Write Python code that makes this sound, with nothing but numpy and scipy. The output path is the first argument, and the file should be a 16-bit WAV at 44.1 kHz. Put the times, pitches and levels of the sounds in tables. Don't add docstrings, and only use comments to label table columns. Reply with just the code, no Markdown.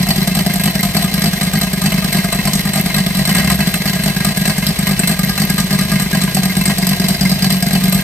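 import sys
import numpy as np
from scipy import signal
from scipy.fft import rfft, irfft
from scipy.io import wavfile
from scipy.ndimage import uniform_filter1d

SR = 44100
rng = np.random.default_rng(int(sys.argv[2]) if len(sys.argv) > 2 else 0)


def dump_mix(stems):
    frames = np.atleast_2d(stems).T
    limited = np.clip(frames, -1, 1)
    pcm = np.round(limited * 32767).astype(np.int16)
    wavfile.write(sys.argv[1], SR, pcm)


N = 354123

# t/s, thump level/dB, knock level/dB, hiss level/dB
FIRINGS = [(0, -7, -26, -34), (0.0279, -10, -28, -23.5), (0.066, -16, -21.5, -32), (0.0856, -9, -27, -20),
           (0.1043, -7.5, -21.5, -21.5), (0.1584, -12.5, -28, -23.2), (0.1777, -6.5, -27, -28),
           (0.2143, -8, -26.5, -30), (0.2723, -8.5, -25, -20), (0.3106, -10, -28.5, -44),
           (0.3493, -14, -21.5, -19), (0.3678, -7.5, -25.7, -22), (0.3877, -12, -23, -25),
           (0.405, -8.5, -30, -33), (0.4616, -6, -23, -19.5), (0.497, -8.5, -26, -32.9),
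           (0.5356, -12.5, -25, -21), (0.5562, -11.5, -26.5, -26.5), (0.595, -10.5, -24.5, -30.1),
           (0.6349, -11, -22.5, -20), (0.6555, -7.5, -26, -24), (0.6743, -8, -21.2, -30),
           (0.6966, -13.5, -32, -35), (0.7511, -8.5, -20.5, -19.5), (0.791, -10.5, -29, -25),
           (0.829, -14, -17.5, -19), (0.849, -9, -31, -24), (0.8854, -14.5, -32, -41),
           (0.9465, -8.5, -21.5, -19.5), (0.9657, -7, -19, -22), (0.991, -9, -32, -42),
           (1.0218, -21, -23, -23), (1.0402, -7, -25.5, -23), (1.078, -17, -28, -45),
           (1.1176, -14, -39, -42), (1.1378, -11, -24.5, -19.5), (1.178, -9.5, -24, -36),
           (1.2173, -11, -20.5, -19.9), (1.2382, -9, -21, -20), (1.2563, -8.5, -23, -24),
           (1.2753, -8.5, -37, -33), (1.33, -10.5, -23, -19.5), (1.37, -11.5, -37, -41),
           (1.4093, -12, -18, -20.5), (1.4292, -10, -26.5, -26), (1.4688, -8.3, -30, -35),
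           (1.5331, -9.5, -23, -20), (1.5522, -8, -25, -29), (1.5712, -7, -28, -37), (1.611, -13, -21, -19),
           (1.6306, -9.5, -27.4, -22.5), (1.6687, -14, -26, -39), (1.7304, -8.5, -22, -20),
           (1.772, -10, -32, -51), (1.8154, -15, -23.5, -22), (1.8373, -10, -30, -26.9),
           (1.8575, -10, -20, -23), (1.8767, -8, -33, -43), (1.9188, -12, -19, -27), (1.9395, -8, -28, -25),
           (1.9793, -7.5, -23, -28.8), (2.021, -15.5, -24, -40), (2.0427, -9.5, -23.5, -21),
           (2.0833, -13, -27, -48), (2.1248, -17, -21.5, -19), (2.1457, -8, -24, -24),
           (2.1658, -14, -26, -22), (2.1843, -7, -22, -41), (2.242, -9.5, -20.5, -23.9),
           (2.2824, -14, -33.9, -44), (2.3247, -16, -17.5, -23.5), (2.3464, -12, -27, -27),
           (2.3871, -8.5, -24, -41), (2.4514, -10, -21, -18.5), (2.4715, -9.5, -20.5, -26),
           (2.4912, -13, -33, -49), (2.5313, -12.5, -27, -17), (2.5512, -7.5, -29, -20),
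           (2.5909, -12, -27, -28.8), (2.6512, -9, -25, -26.4), (2.671, -15, -26.5, -38),
           (2.691, -10, -29, -43), (2.7332, -17, -21, -21), (2.7551, -11, -23, -22),
           (2.7749, -12, -23, -30), (2.795, -7, -25, -31), (2.8354, -13, -37.0, -47),
           (2.8573, -9.5, -22, -21), (2.899, -20, -23.5, -37.0), (2.9415, -14, -19, -19),
           (2.9617, -8.5, -26, -23.4), (2.981, -11, -21.7, -27), (3.001, -6.8, -26.9, -32),
           (3.0617, -7.5, -23.4, -19), (3.103, -11.5, -27.5, -39), (3.147, -14, -24, -22),
           (3.1688, -9.5, -28.0, -23.5), (3.1885, -10, -23, -28), (3.2091, -8.5, -32, -35),
           (3.251, -19, -21, -20), (3.273, -11, -23, -21.5), (3.2912, -9, -19, -25),
           (3.3111, -6.5, -28, -30), (3.3483, -12, -15.5, -17.3), (3.3657, -9, -24, -22.5),
           (3.3815, -12.7, -20.5, -23), (3.3957, -9, -19.6, -40), (3.427, -12, -26, -34),
           (3.443, -8, -22.9, -22), (3.4729, -6.6, -22, -27), (3.4989, -15, -15, -21),
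           (3.5145, -10, -31, -23.0), (3.5429, -12, -28, -32), (3.5883, -10, -24, -28.4),
           (3.6035, -9, -20.5, -29), (3.6231, -13, -31, -34), (3.6703, -7, -21.5, -19),
           (3.7383, -13, -17.5, -18.3), (3.7562, -16, -31, -33), (3.7998, -12.5, -33.9, -39),
           (3.8544, -9.5, -23.5, -20.5), (3.8742, -13.5, -20.5, -26), (3.8939, -9, -32, -27.9),
           (3.9304, -12, -23.5, -23), (3.952, -13, -26, -26.9), (3.9917, -10.5, -30, -43),
           (4.0356, -12.5, -22, -20.9), (4.0572, -7.5, -23, -21.5), (4.077, -12, -24, -31),
           (4.0972, -9, -30, -31), (4.1619, -9.5, -26, -20.5), (4.2032, -9.5, -23, -33),
           (4.2456, -13, -18.5, -17.8), (4.2666, -8, -29, -28), (4.2862, -11, -25, -26),
           (4.305, -14, -47, -44), (4.3701, -9.5, -26.0, -19.5), (4.411, -6.5, -32, -25),
           (4.4525, -18, -17, -20.1), (4.4756, -8.5, -28, -18.5), (4.495, -9.1, -20, -29),
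           (4.5141, -14, -32, -44), (4.579, -10, -27, -23.2), (4.624, -9.5, -26, -36),
           (4.6646, -11.5, -26, -15), (4.6847, -7.5, -32, -28), (4.7032, -10, -27, -41),
           (4.7872, -9, -23, -21.5), (4.807, -19, -33, -50), (4.8278, -8.5, -32, -37.0),
           (4.8681, -11, -17.5, -19.9), (4.889, -10, -26, -28), (4.9087, -9, -26.5, -31),
           (4.9299, -11.5, -31, -38), (4.9913, -8.5, -21.5, -21.2), (5.0324, -8, -22.5, -35),
           (5.0726, -14, -20.7, -16), (5.0933, -7.5, -26, -25), (5.1122, -8.5, -25, -29),
           (5.1357, -17, -36, -38), (5.189, -8.5, -21.5, -21.5), (5.231, -8.5, -27, -23),
           (5.2715, -11, -31.2, -32), (5.2923, -10, -25, -19.5), (5.376, -19, -16.5, -22.5),
           (5.3971, -8, -34, -18.5), (5.4166, -9, -21, -22), (5.4358, -7.5, -31, -41),
           (5.497, -7.5, -20.5, -17.5), (5.5376, -9, -32, -34), (5.5791, -14, -18.5, -20),
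           (5.5989, -7.5, -32, -20), (5.6384, -9, -37, -42), (5.706, -9, -20.5, -26),
           (5.7262, -8, -24, -25), (5.7467, -8, -30, -33), (5.7874, -8.5, -21.5, -19),
           (5.8084, -8.5, -25, -23.9), (5.8489, -10.5, -32, -33), (5.8926, -18.5, -47, -28),
           (5.9152, -8, -20, -21), (5.935, -9, -30, -33), (5.9553, -6.5, -23.5, -30),
           (5.9964, -11, -20, -21.5), (6.0175, -9.5, -33, -25), (6.0581, -10.5, -29, -41),
           (6.128, -8.5, -24, -24.5), (6.1474, -10, -20.2, -30), (6.1691, -7.1, -26.5, -32),
           (6.2139, -10.6, -23.5, -17), (6.2348, -6.5, -28, -26), (6.2755, -11, -27, -45),
           (6.3454, -9, -33, -17), (6.3664, -12, -18.5, -32), (6.3871, -7.5, -38, -34),
           (6.4309, -11, -20.5, -20), (6.452, -8.5, -24.5, -22), (6.4954, -15, -26.9, -31),
           (6.566, -6.5, -23, -20), (6.5868, -14, -42, -38), (6.61, -7.7, -25, -25.7),
           (6.6546, -12, -18, -18.4), (6.676, -6.5, -28, -24), (6.6956, -8, -18.5, -37),
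           (6.716, -11, -30, -37), (6.7812, -11.5, -27, -19), (6.8235, -7, -25.5, -27),
           (6.8672, -12, -22, -17.5), (6.8892, -10.5, -39, -19), (6.9094, -9.5, -22.5, -36),
           (6.9296, -12, -25, -38), (6.9961, -7, -26, -20), (7.0397, -7, -25, -27),
           (7.083, -13, -25, -13.5), (7.1037, -7.5, -25.6, -29), (7.123, -19, -31, -31),
           (7.1438, -12.5, -27, -33), (7.2084, -6, -25, -18.7), (7.229, -11, -28, -33),
           (7.2503, -7, -23.5, -28), (7.293, -15, -27, -18.5), (7.3146, -7.5, -24.5, -23),
           (7.3558, -12, -30, -39), (7.4214, -7, -26, -20), (7.4419, -13, -21, -22.5),
           (7.4629, -7, -37, -34), (7.5016, -11, -19, -17), (7.5209, -7, -40, -19.5),
           (7.5428, -12, -31, -43), (7.5642, -11.5, -31.8, -35.8), (7.6233, -8.5, -25.2, -19.7),
           (7.6645, -6.5, -27, -26.9), (7.7065, -15, -23.5, -25.9), (7.73, -6, -34, -20.5),
           (7.75, -6.4, -21, -29), (7.7726, -11, -42, -31), (7.8164, -11.8, -28, -38),
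           (7.8367, -8, -27, -20), (7.8538, -15, -45, -41), (7.8796, -6.5, -27.5, -26),
           (7.9229, -12, -19.5, -19), (7.9443, -7, -37, -21), (7.9639, -14.3, -47, -39),
           (7.9861, -14, -27.3, -37)]
# f/Hz, decay/s, level/dB
LOW_MODES = [(67, 0.64, 22), (104.5, 0.35, 3.5), (142.2, 0.28, 0.5), (186.4, 0.33, -0.5), (212, 0.38, -35),
             (267.4, 0.11, 1)]
# f/Hz, width/Hz, level/dB for each of cylinders 1, 2, 4, 5
METAL_MODES = [(378, 68, -4.5, -0.5, -12, 4), (646, 23, 6.5, 4.5, 0, 6.5),
               (694.7, 21.7, 7.5, -5.5, 9, 13.5), (761.3, 27, 11, -34, -1, 7), (1028, 75, 8, 6, 3, -11.5),
               (1215.7, 13, -16, -5, 7.5, 8), (1635, 44, 7.5, 12.5, 6, 16.5), (1918, 55, 11, 12.5, 5, 1),
               (2094, 39, -6, 17.5, 7, 6.5), (2623, 17, 8, 12, 6, -29.5), (2983, 20, 9, 4.5, 3.5, -20),
               (4040, 54, 9, 18.5, 14, 2), (4460, 20, 20, 5, -17, -23), (4873, 30, -60, 4, -2, 6.5)]
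# t/s, engine cycles done
CRANK = [(0, 0), (.536, 5.6), (.99, 10.2), (1.369, 14.2), (1.771, 18.2), (2.282, 23.2), (2.691, 27.2),
         (3.273, 32.8), (3.366, 33.85), (3.544, 36.2), (3.67, 37.8), (3.757, 38.8), (3.951, 40.8),
         (4.665, 47.6), (5.536, 56.2), (6.058, 61.2), (6.676, 66.8), (7.084, 70.6), (7.664, 76.2),
         (8.04, 79.7)]


def gain_of(db):
    return 10 ** (np.asarray(db) / 20)


def curve_at(points, hz, column=1):
    table = np.transpose(points)
    return np.interp(np.log(hz + 1), np.log(table[0] + 1), table[column])


def coloured(x, spectrum):
    gain = gain_of(curve_at(spectrum, np.fft.rfftfreq(N, 1 / SR)))
    return irfft(rfft(x) * gain / np.sqrt(np.mean(gain ** 2)), N)


def at_firings(level_db, shape):
    onsets = np.round(np.array(FIRINGS)[:, 0] * SR).astype(int)
    impulses = np.zeros(N)
    np.add.at(impulses, onsets, gain_of(level_db))
    return signal.oaconvolve(impulses, shape)[:N]


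def ring(x, hz, width_hz):
    r = np.exp(-np.pi * width_hz / SR)
    return 2 * signal.lfilter([1 - r], [1, -r * np.exp(2j * np.pi * hz / SR)], x).real


def wander(span_samples):
    return uniform_filter1d(rng.standard_normal(N), span_samples) * np.sqrt(span_samples)


def facing_db(times_s):
    # t/s, level/dB for each facing mode
    drift = [(0, 4.5, 3, -6, -5.5, 6), (1.2, 2, 0.5, 0.5, -3.5, -11), (2.8, 2.5, -3.5, -2, -5.5, 4),
             (4.4, 2.5, -2, -1, 1.5, -3), (5.3, 1, -6, 1.5, -1.5, 3), (6.2, 6.5, -9, 1, 0, -2),
             (6.8, 6, 0.5, -3, -4.5, 9), (7.4, 5.5, 2.5, -7, -1.5, 16.5), (8, 2, 3.5, 3.5, 0, -1)]
    facing_modes = [0, 2, 5, 6, 13]
    knots_s, *levels_db = np.transpose(drift)
    change_db = np.zeros((len(METAL_MODES), len(times_s)))
    change_db[facing_modes] = [np.interp(times_s, knots_s, db) for db in levels_db]
    return change_db


def exhaust_thumps():
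    pipe_hz, front_hz, peak_s, wall_t60_s = 182.6, 385, 0.00918, 0.13
    t = np.arange(SR // 2) / SR
    swell = t / peak_s * np.exp(1 - t / peak_s)
    thump = swell ** 3 * np.cos(2 * np.pi * pipe_hz * (t - peak_s))
    thump += gain_of(-23.5) * swell ** 2.74 * np.cos(2 * np.pi * front_hz * (t - peak_s))
    thump += sum(gain_of(db) * ring(thump, hz, 1.4 / decay_s) for hz, decay_s, db in LOW_MODES)
    direct = at_firings(np.array(FIRINGS)[:, 1], thump)
    walls = rng.standard_normal(SR // 4) * gain_of(-60 * t[:SR // 4] / wall_t60_s)
    reflected = signal.oaconvolve(direct, walls / np.linalg.norm(walls))[:N]
    return np.array([direct, reflected])


def metal_knocks():
    # f/Hz, level/dB
    knock_spectrum = [(280, -28), (400, -10.5), (700, -1), (950, -5), (1440, 0), (2000, 5.5), (2800, -4.5),
                      (4500, -22.5), (8000, -5.5)]
    rise_s, decay_s, tail_s = 0.0014, 0.0078, 0.058
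    t = np.arange(3000) / SR
    firing_s, _, knock_db, jet_db = np.transpose(FIRINGS)
    cylinder = np.round(5 * np.interp(firing_s, *np.transpose(CRANK))).astype(int) % 5
    column = np.array([0, 1, 1, 2, 3])[cylinder]
    burst = (1 - np.exp(-t / rise_s)) * (np.exp(-t / decay_s) + 0.1 * np.exp(-t / tail_s))
    broadband = coloured(at_firings(knock_db, burst) * rng.standard_normal((2, N)), knock_spectrum)
    offsets_db = 2.2 * rng.standard_normal((len(FIRINGS), len(METAL_MODES))).T + facing_db(firing_s)
    noise = rng.standard_normal((2, N))
    ringing = 0
    for (hz, width_hz, *cylinder_db), offset_db in zip(METAL_MODES, offsets_db):
        force_db = knock_db if hz < 3700 else (knock_db + jet_db) / 2
        width_hz = max(width_hz, hz / 55)
        blows = at_firings(force_db + np.array(cylinder_db)[column] + offset_db, burst)
        ringing += ring(blows * noise, hz, width_hz) / np.sqrt(width_hz / SR)
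    return gain_of(2.0) * broadband + gain_of(-17.5) * ringing


def jet_hiss():
    # f/Hz, level/dB
    jet_spectrum = [(1500, -38.5), (3000, -0.5), (4600, 2), (5500, 0), (6500, -6), (8300, 8), (10000, -6),
                    (12500, 5), (15500, -19.5)]
    edges_hz = [0, 4300, 5600, 7200, 10500, SR]
    rise_s, tail_s = 0.001, 0.032
    t = np.arange(3000) / SR
    jet_db = np.array(FIRINGS)[:, 3]
    first_puff = np.exp(-0.5 * ((t - 0.0027) / 0.00083) ** 2)
    second_puff = 0.83 * np.exp(-0.5 * ((t - 0.0066) / 0.0019) ** 2)
    tail = 0.5 * (1 - np.exp(-t / rise_s)) * np.exp(-t / tail_s)
    envelope = first_puff + second_puff + tail
    turbulence = gain_of(1.06 * wander(30))
    noise_bins = rfft(coloured(rng.standard_normal((2, N)), jet_spectrum))
    hz = np.fft.rfftfreq(N, 1 / SR)
    offsets_db = 2.5 * rng.standard_normal((len(FIRINGS), 5)).T
    hiss = 0
    for low_hz, high_hz, offset_db in zip(edges_hz, edges_hz[1:], offsets_db):
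        band = irfft(noise_bins * (hz > low_hz) * (hz <= high_hz), N)
        hiss += at_firings(jet_db + offset_db, envelope) * turbulence * band
    return gain_of(1.0) * hiss


def clatter_and_wash():
    # f/Hz, level/dB
    clatter_spectrum = [(20, -17), (45, 11), (110, 9.5), (190, 16.5), (250, 3.5), (315, -3), (400, 0),
                        (700, -2.5), (1440, -9.5), (2060, -0.5), (3400, 0), (4500, 1), (6500, -7),
                        (8300, -3.5), (12500, -7), (15500, -6)]
    flicker = gain_of(2.3 * wander(300))
    noise = flicker * rng.standard_normal((2, N))
    facing_gains = gain_of(facing_db(np.arange(N) / SR))
    ringing = 0
    for (hz, width_hz, *cylinder_db), facing in zip(METAL_MODES, facing_gains):
        mode = ring(noise, hz, width_hz) / np.sqrt(width_hz / SR)
        ringing += facing * gain_of(np.mean(cylinder_db)) * mode
    return gain_of(-24) * (coloured(noise, clatter_spectrum) + gain_of(-30.5) * ringing)


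def valve_ticks():
    # t/s, level/dB
    sharp_ticks = [(0.231, -7), (0.422, -11), (0.537, -25), (0.613, -11), (0.71, -13), (0.809, -6),
                   (0.972, -13), (1.196, -12), (1.291, -18), (1.59, -8), (2.364, -13), (2.609, -7),
                   (2.813, -6), (3.123, -13), (3.328, -5), (3.558, -8), (3.692, -17), (3.72, -15),
                   (3.782, -13), (4.388, -16), (4.91, -22), (5.119, -19), (5.249, -7), (5.453, -6),
                   (6.515, -14), (6.616, -18), (6.639, -9), (6.851, -18), (7.17, -16), (7.27, -19),
                   (7.586, -15), (7.684, -10), (7.88, -21), (7.898, -9), (8.013, -10)]
    # f/Hz, level/dB
    tick_spectrum = [(2000, -25), (5000, -13), (8500, -19), (12500, 11), (15500, -0.5)]
    rate_per_s, decay_s = 190, 0.00076
    faint_db = -35 + 5.1 * np.minimum(rng.exponential(1, N), 3)
    impulses = gain_of(faint_db) * (rng.random(N) < rate_per_s / SR)
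    sharp_s, sharp_db = np.transpose(sharp_ticks)
    impulses[np.round(sharp_s * SR).astype(int)] = gain_of(sharp_db + 0.5)
    envelope = signal.oaconvolve(impulses, np.exp(-np.arange(400) / SR / decay_s))[:N]
    return coloured(envelope * rng.standard_normal((2, N)), tick_spectrum)


def shaft_throb():
    # beats per engine cycle, level/dB
    orders = [(4, -39), (5, -39)]
    cycles = np.interp(np.arange(N) / SR, *np.transpose(CRANK))
    cycles = uniform_filter1d(cycles, SR // 8, mode="nearest")
    tones = 0
    for beats, db in orders:
        amplitude = np.sqrt(2) * gain_of(db + 1.8 * wander(9000))
        tones += amplitude * np.sin(2 * np.pi * beats * cycles)
    room_hz = LOW_MODES[0][0]
    boom = ring(ring(tones, room_hz, width_hz=6), room_hz, width_hz=6)
    return tones + gain_of(11) * boom


def scene():
    low_end = exhaust_thumps() + shaft_throb() * [[1], [0.5]]
    return low_end + metal_knocks() + jet_hiss() + clatter_and_wash() + valve_ticks()


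def record(dry):
    # f/Hz, coherence/0-1, left phase lead/rad, left minus right level/dB
    ports = [(30, .95, 0, 2), (70, .98, .05, 1.3), (200, .985, .19, .9), (500, .96, .3, .5),
             (1000, .9, .6, -.3), (2000, .75, .5, -.8), (2900, .7, -1.5, -.4), (4300, .45, -3.3, .4),
             (5300, .4, -4.9, .6), (6000, .15, -6.3, .8), (6800, .4, -7.7, 1), (7500, .3, -9.4, 2),
             (8300, .7, -11.9, 2.5), (10500, .9, -9.43, 1.5), (12300, .97, -6.75, 0), (13100, .97, -6, 0),
             (14500, .97, -3.5, 0), (15200, .99, -3.14, 0)]
    cutoff_hz = 15790
    hz = np.fft.rfftfreq(N, 1 / SR)
    coherence, lead_rad, balance_db = (curve_at(ports, hz, column) for column in (1, 2, 3))
    common, unshared = rfft(dry)
    mix_rad = np.arccos(np.clip(coherence, 0, 1)) / 2
    skew = gain_of(balance_db / 2) * np.exp(0.5j * lead_rad)
    left = (np.cos(mix_rad) * common + np.sin(mix_rad) * unshared) * skew
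    right = (np.cos(mix_rad) * common - np.sin(mix_rad) * unshared) / skew
    saturated = 1.36 * np.tanh(irfft(np.array([left, right]), N) / 1.246)
    lowpass = signal.firwin(1023, cutoff_hz, window=("kaiser", 9), fs=SR)
    return np.clip(signal.oaconvolve(saturated, lowpass[None], "same"), -1, 1)


dry = scene()
out = record(dry)
dump_mix(out)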